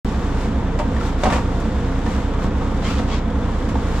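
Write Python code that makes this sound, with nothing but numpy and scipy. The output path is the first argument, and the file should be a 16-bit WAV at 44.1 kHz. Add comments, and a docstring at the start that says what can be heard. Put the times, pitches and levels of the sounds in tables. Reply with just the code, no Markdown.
"""Bucket in a fishing boat's hold

The engine drones through the hull at 1800 rpm: a thump per turn, hull tones, pulsing clatter.
A deckhand reaches up, oilskins and rubber gloves rustling, while a plastic bucket knocks on the deck.
Taken down by its rope, the bucket scrapes, squeaks (rubber stick-slip) and bumps.
The hard walls give the bucket a short echo."""
import sys
import numpy as np
from scipy import signal
from scipy.fft import rfft, irfft
from scipy.io import wavfile

SR = 44100
rng = np.random.default_rng(int(sys.argv[2]) if len(sys.argv) > 2 else 0)


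def to_wav(sig):
    """Store sig (one row per channel, or 1-D mono) as 16-bit WAV at the path in sys.argv[1].

    Samples outside -1..1 are clipped; the rate is SR.
    """
    pcm = np.clip(np.atleast_2d(sig), -1, 1) * 32767
    pcm = np.round(pcm).astype(np.int16)
    wavfile.write(sys.argv[1], SR, pcm.T)  # frames by channels


N = 176400
EVENT_N = SR // 2
TIME_S = np.arange(N) / SR
EVENT_S = TIME_S[:EVENT_N]
BINS_HZ = np.fft.rfftfreq(N, 1 / SR)
SHAFT_HZ, THUMP_OFFSET_S = 30, 0.01767


def amp(db):
    """dB to amplitude."""
    return 10 ** (np.asarray(db) / 20)


def unit_rms(x):
    """Scale to rms 1."""
    return x / np.sqrt(np.mean(x ** 2) + 1e-20)


def curve_at(points, hz):
    """Interpolate a table over log frequency."""
    points_hz, values = np.transpose(points)
    return np.interp(np.log(hz + 1), np.log(points_hz + 1), values)


def decay(t60_s):
    """Exponential fade, 60 dB down at t60_s."""
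    return np.exp(-np.log(1000) * EVENT_S / t60_s)


def wander(rate_hz, size):
    """Low-passed noise, rms about 1."""
    spectrum = rfft(rng.standard_normal(N)) / (1 + (BINS_HZ / rate_hz) ** 4)
    return unit_rms(irfft(spectrum, N))[:size]


def grain(spread_db, rate_hz, size=EVENT_N):
    """Flickering gain, rms 1."""
    return unit_rms(amp(spread_db * wander(rate_hz, size)))


def sway(step_s):
    """Random values step_s apart, joined linearly."""
    return np.interp(TIME_S / step_s, np.arange(64), rng.standard_normal(64))


def colour(mid_side, gain_db_at):
    """Filter mid and side to left and right; for unit white noise the gain is the density in dB/Hz."""
    # Stereo width. Each row: frequency in Hz, side minus mid in dB.
    width_db = [(30, -42), (125, -16.5), (250, -16.5), (500, -12), (1000, -8), (2000, -8), (4000, -3),
                (8000, 2.5), (12000, -6)]
    size = mid_side.shape[1]
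    hz = np.fft.rfftfreq(size, 1 / SR)
    mid, side = rfft(mid_side) * amp(gain_db_at(hz)) * np.sqrt(SR / 2)
    width = amp(curve_at(width_db, hz))
    left_right = np.array([mid + width * side, mid - width * side])
    return irfft(left_right / np.sqrt(1 + width ** 2), size)


def engine_drone():
    """One thump per turn, every third weaker; the hull sings along in wavering tones."""
    # Thump harmonics. Each row: shaft order, level in dB.
    thump_lines = [(1, -26), (2, -25.5), (3, -33), (4, -37)]
    # Tones from the weak third thump. Each row: frequency in Hz, level in dB.
    lilt_lines = [(40, -46), (70, -31), (110, -42)]
    # Hull tones. Each row: frequency in Hz, level in dB.
    hull_lines = [(32.5, -38), (45, -43), (57.5, -41.5), (62.5, -39), (65, -45), (67.5, -44), (72.5, -43),
                  (75, -43.5), (170, -47), (180, -39), (182.5, -42), (185, -44.5), (190, -39.5),
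                  (197.5, -42.5), (207.5, -45), (210, -39), (212.5, -41), (220, -37), (222.5, -39),
                  (225, -45), (230, -41.5), (240, -45), (267.5, -40), (270, -38), (272.5, -42), (275, -45),
                  (300, -47)]
    waver_depth, drift_rad_per_hz = 0.12, 0.75 / 200
    t = TIME_S - THUMP_OFFSET_S
    thump = -sum(amp(db) * np.cos(2 * np.pi * round(k) * SHAFT_HZ * t) for k, db in thump_lines)
    lilt = sum(amp(db) * np.cos(2 * np.pi * hz * t) for hz, db in lilt_lines)
    hull = 0
    for hz, db in hull_lines:
        phase = 2 * np.pi * (hz * t + rng.random()) + drift_rad_per_hz * hz * sway(step_s=0.9)
        hull += amp(db) * (1 + waver_depth * sway(step_s=0.336)) * np.cos(phase)
    return np.sqrt(2) * (thump + lilt + hull)


def engine_clatter():
    """Machinery noise through the hold's panels, pulsing twice a turn; the bass partly repeats."""
    # Rumble and clatter spectrum. 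Each row: frequency in Hz, density in dB/Hz.
    spectrum = [(12, -72), (32, -69), (50, -56), (62, -57), (85, -50), (125, -51.5), (160, -52), (200, -53),
                (280, -50.5), (375, -58), (490, -54), (590, -62.5), (920, -62), (1200, -65), (2000, -74),
                (2700, -81.5), (3600, -79.5), (4400, -96.5), (7500, -101.5), (15000, -108)]
    # Repeating part of the noise. Each row: frequency in Hz, share of power.
    repeating = [(100, .5), (230, .55), (400, .4), (750, .05)]
    # Panel peaks and a notch. Each row: centre in Hz, width in Hz, gain in dB.
    panels = [(513, 9.6, 2.5), (683, 15.5, 5), (909, 16, 6), (1190, 7.3, -5.5)]
    pattern_turns, firing_depth, slap_depth, trim_db = 12, 0.1, 0.089, -0.5

    def density_db(hz):
        panels_db = sum(db / (1 + (2 * (hz - centre) / width) ** 2) for centre, width, db in panels)
        return curve_at(spectrum, hz) + trim_db + panels_db

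    pattern = rng.standard_normal((2, round(SR * pattern_turns / SHAFT_HZ)))
    looped = np.tile(pattern, 12)[:, :N]
    fresh = rng.standard_normal((2, N))
    share = curve_at(repeating, BINS_HZ)
    noise = irfft(np.sqrt(share) * rfft(looped) + np.sqrt(1 - share) * rfft(fresh), N)
    shaft_rad = 2 * np.pi * SHAFT_HZ * (TIME_S - THUMP_OFFSET_S)
    pulsing = unit_rms(1 - firing_depth * np.cos(2 * shaft_rad) + slap_depth * np.sin(shaft_rad))
    return colour(noise * pulsing, density_db)


def oilskins():
    """Sleeves and gloves rub in small clumps: cloth hisses, rubber fizzes under hard rubbing."""
    # Rubbing strength as the arms move. Each row: time in seconds, gain in dB.
    rubbing_db = [(.05, -3.5), (.33, -4.5), (.42, -0.5), (.5, -6.5), (.7, -9), (.89, -7), (.98, -4.5),
                  (1.07, 1), (1.16, -8.5), (1.22, 0), (1.45, -5.5), (1.6, -4.5), (1.7, -5.5), (2.03, -5.5),
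                  (2.12, -0.5), (2.36, -9.5), (2.44, -0.5), (2.5, -9), (2.63, -5.5), (2.79, -5.5),
                  (2.9, 1.5), (3.04, -5), (3.25, -11.5), (3.45, -6.5), (3.6, -5), (3.74, -6), (3.83, -4),
                  (4, 0.5)]
    # Cloth and rubber spectra at 0 dB rubbing. Each row: frequency in Hz, density in dB/Hz.
    hiss_spectrum = [(300, -71.5), (1200, -65), (2500, -74), (3600, -75.5), (5000, -79), (7500, -82),
                     (11000, -89.5), (13500, -93), (15500, -108)]
    fizz_spectrum = [(5000, -105), (9000, -85.5), (13500, -91), (15500, -100)]
    fizz_exponent = 2.2
    clumps = grain(spread_db=0.97, rate_hz=250, size=N)
    rubbing = amp(np.interp(TIME_S, *np.transpose(rubbing_db)))
    hiss = colour(rng.standard_normal((2, N)) * clumps, lambda hz: curve_at(hiss_spectrum, hz))
    fizz = colour(rng.standard_normal((2, N)) * clumps, lambda hz: curve_at(fizz_spectrum, hz))
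    return rubbing * hiss + rubbing ** fizz_exponent * fizz


def scrape(length_s, gain_db, tilt_db_oct):
    """Rope and glove rasp over the bucket: grainy friction that swells and fades with the pull."""
    # Base friction spectrum. Each row: frequency in Hz, density in dB/Hz.
    spectrum = [(300, -95), (1100, -73), (2000, -68), (3400, -68), (4600, -72), (7500, -79.5), (10000, -91),
                (15000, -99)]
    progress = np.minimum(EVENT_S / length_s, 1)
    pull = np.sin(np.pi * progress).clip(0) ** 0.51
    slips = rng.standard_normal((2, EVENT_N)) * grain(spread_db=2, rate_hz=370) * pull
    return colour(slips, lambda hz: curve_at(spectrum, hz) + gain_db
                  + tilt_db_oct * np.log2(hz / 3000 + 0.1))


def squeak(length_s, gain_db, first_hz, last_hz):
    """Rubber catches and slips on plastic, faster as the bucket picks up speed."""
    # Filter on the slip harmonics. 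Each row: frequency in Hz, relative level in dB.
    spectrum = [(600, -80), (1150, -58), (2100, -65), (3300, -64), (4400, -73), (7500, -79), (12000, -95)]
    progress = np.minimum(EVENT_S / length_s, 1)
    jitter = 1 + 0.021 * wander(rate_hz=220, size=EVENT_N)
    slip_hz = (first_hz + (last_hz - first_hz) * progress) * jitter
    cycles = np.cumsum(slip_hz) / SR
    harmonics = sum(np.cos(2 * np.pi * (k * cycles + rng.random((2, 1)))) for k in range(1, 15))
    slips = unit_rms(harmonics) * grain(spread_db=3, rate_hz=300) * np.sin(np.pi * progress)
    return colour(slips, lambda hz: curve_at(spectrum, hz) + gain_db)


def knock(gain_db, panel_hz, panel_db, t60_s, tilt_db_oct, thud_db):
    """An impact on the bucket: its wall rattles briefly, the struck panel and the modes ring."""
    # Base wall spectrum. Each row: frequency in Hz, density in dB/Hz.
    spectrum = [(60, -45), (200, -39), (400, -50), (600, -41), (1100, -45), (1600, -52), (2600, -54.5),
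                (4000, -61), (7500, -65.5), (11000, -71), (15000, -87)]
    # Bucket modes. Each row: frequency in Hz, relative level in dB, T60 in seconds.
    modes = [(510.5, -24, 0.18), (739.6, -25.5, 0.28), (928, -23, 0.28), (1130, -24.5, 0.19),
             (1730, -36, 0.1), (2100, -47, .12), (2716, -37, 0.19), (3580, -31.5, 0.051)]
    attack_s, onset_s, onset_db, treble_damping = 0.0021, 0.014, -1.5, 0.12
    thud_hz = 420  # below this the whole bucket moves

    def density_db(hz):
        tilt_db = tilt_db_oct * np.log2(hz / 1000 + 0.16)
        return curve_at(spectrum, hz) + tilt_db + thud_db / (1 + (hz / thud_hz) ** 6)

    wall = colour(rng.standard_normal((2, EVENT_N)), density_db)
    body = signal.sosfiltfilt(signal.butter(2, 2000, fs=SR, output="sos"), wall)
    fade = decay(t60_s)
    rattle = body * fade + (wall - body) * fade ** (1 + treble_damping)
    rattle *= amp(onset_db * np.exp(-EVENT_S / onset_s))
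    panel = amp(panel_db) * fade * np.sin(2 * np.pi * panel_hz * EVENT_S)
    shared_rad = rng.uniform(0, 2 * np.pi, (len(modes), 1, 1))
    channel_rad = 0.5 * rng.standard_normal((len(modes), 2, 1))
    ring = sum(amp(db) * decay(mode_t60_s) * np.sin(2 * np.pi * hz * EVENT_S + phase)
               for (hz, db, mode_t60_s), phase in zip(modes, shared_rad + channel_rad))
    return amp(gain_db) * np.minimum(EVENT_S / attack_s, 1) * (rattle + panel + ring)


def hold_echo(sound, t60_s=0.35, gain_db=-12, predelay_s=0.004):
    """Short, dense reflections off the hard walls."""
    tail = rng.standard_normal((2, EVENT_N)) * decay(t60_s) * (EVENT_S > predelay_s)
    tail /= np.linalg.norm(tail[0])
    return amp(gain_db) * signal.fftconvolve(sound, tail, axes=1)[:, :N]


def scene():
    """Engine and oilskins behind the bucket and its echo."""
    # Each row: start in seconds, length in seconds, gain in dB, tilt in dB/octave.
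    scrapes = [(2.814, .155, -3, -1), (2.954, 0.06, -4.5, -1.5), (3.073, 0.13, -2.5, 0)]
    # Each row: start in seconds, length in seconds, gain in dB, first and last pitch in Hz.
    squeaks = [(2.836, .062, -6, 985, 1130), (2.878, .058, -10, 1130, 1230), (2.884, .04, -7, 1290, 1370),
               (3.106, .058, -8, 1085, 1125)]
    # Each row: start in seconds, gain in dB, panel pitch in Hz, panel level in dB, T60 in seconds,
    # tilt in dB/octave, thud in dB.
    knocks = [(.788, -13, 1300, -17, 0.14, 1.7, -18), (.794, -10, 602, -5, 0.098, -3, -16),
              (.797, -7.5, 919, -10, 0.13, -10, -21), (.964, -22.5, 1810, -5, 0.051, 2, -10),
              (1.010, -16.5, 1356, -1, 0.028, 2, -10), (1.234, -1, 602, -10.5, 0.1, 0.5, 0),
              (1.254, -3.5, 755, -10.5, .22, -1.5, -0.5), (1.265, -6, 169.7, -12, 0.11, -5.5, 3),
              (1.285, -11, 268, -13, 0.12, -4.5, -3), (1.299, -9.5, 1158, -16, 0.32, 0.5, -3),
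              (1.323, -6.5, 1770, -14.5, 0.084, 1, 4), (1.331, -8, 2440, -24.5, 0.19, 1, -8),
              (1.356, -11, 1141, -24, 0.15, 1, -6), (1.378, -10.5, 814, -26, 0.094, -1, -3),
              (1.6, -28, 1500, -20, 0.06, 6, -10), (2.062, -14, 1780, -13, 0.074, 0.5, -6),
              (2.074, -21.5, 945, -1, 0.048, -3, -3), (2.175, -29, 984, 0, 0.1, 1, -8),
              (2.335, -17, 1134, -18, .14, -0.5, -8), (2.445, -19, 1098, -11, 0.089, -15, -4),
              (2.61, -15.5, 1277, -19, 0.26, -4, 4), (2.988, -10.5, 222, -5, 0.091, 0, 2),
              (3.302, -26, 3320, -12, 0.036, 3.5, -10), (3.428, -27.5, 3500, -9, .06, -2, -10),
              (3.525, -27, 3500, -15, .06, -1, -10), (3.688, -18, 2970, -22, 0.12, 2.5, -10),
              (3.754, -14.5, 897, -1, 0.049, -2, -10)]
    background = engine_drone() + engine_clatter() + oilskins()
    bucket = np.zeros((2, N))
    for source, events in ((scrape, scrapes), (squeak, squeaks), (knock, knocks)):
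        for start_s, *settings in events:
            start = round(start_s * SR)
            bucket[:, start:start + EVENT_N] += source(*settings)[:, :N - start]
    return background + bucket + hold_echo(bucket)


def record(dry):
    """Two unlike microphone ports, dull top octave, band limit; silent until start_s."""
    # Port imbalance. Each row: frequency in Hz, left minus right in dB.
    imbalance_db = [(60, -1.5), (92, -1.5), (140, 1.5), (210, -2), (330, -1), (500, -1.5), (770, 0.5),
                    (1170, 1), (1790, 1), (2740, 3.5), (4190, -1.5), (6410, -9), (9810, -0.5), (15000, -3)]
    shelf_hz, shelf_db, cutoff_hz = 8040, -6, 15600
    left_lag_s, start_s = 0.00004, 0.047
    ports = amp(np.array([[0.5], [-0.5]]) * curve_at(imbalance_db, BINS_HZ))
    ports /= np.sqrt(np.mean(ports ** 2, 0))
    lag = np.exp(-2j * np.pi * BINS_HZ * np.array([[left_lag_s], [0]]))
    shelf = amp(shelf_db * (0.5 + 0.5 * np.tanh((BINS_HZ - shelf_hz) / 120)))
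    heard = irfft(rfft(dry) * ports * lag * shelf, N) * (TIME_S > start_s)
    lowpass = signal.firwin(511, cutoff_hz, window=("kaiser", 9), fs=SR)
    return signal.oaconvolve(heard, lowpass[None], "same")


dry = scene()
out = record(dry)
to_wav(out)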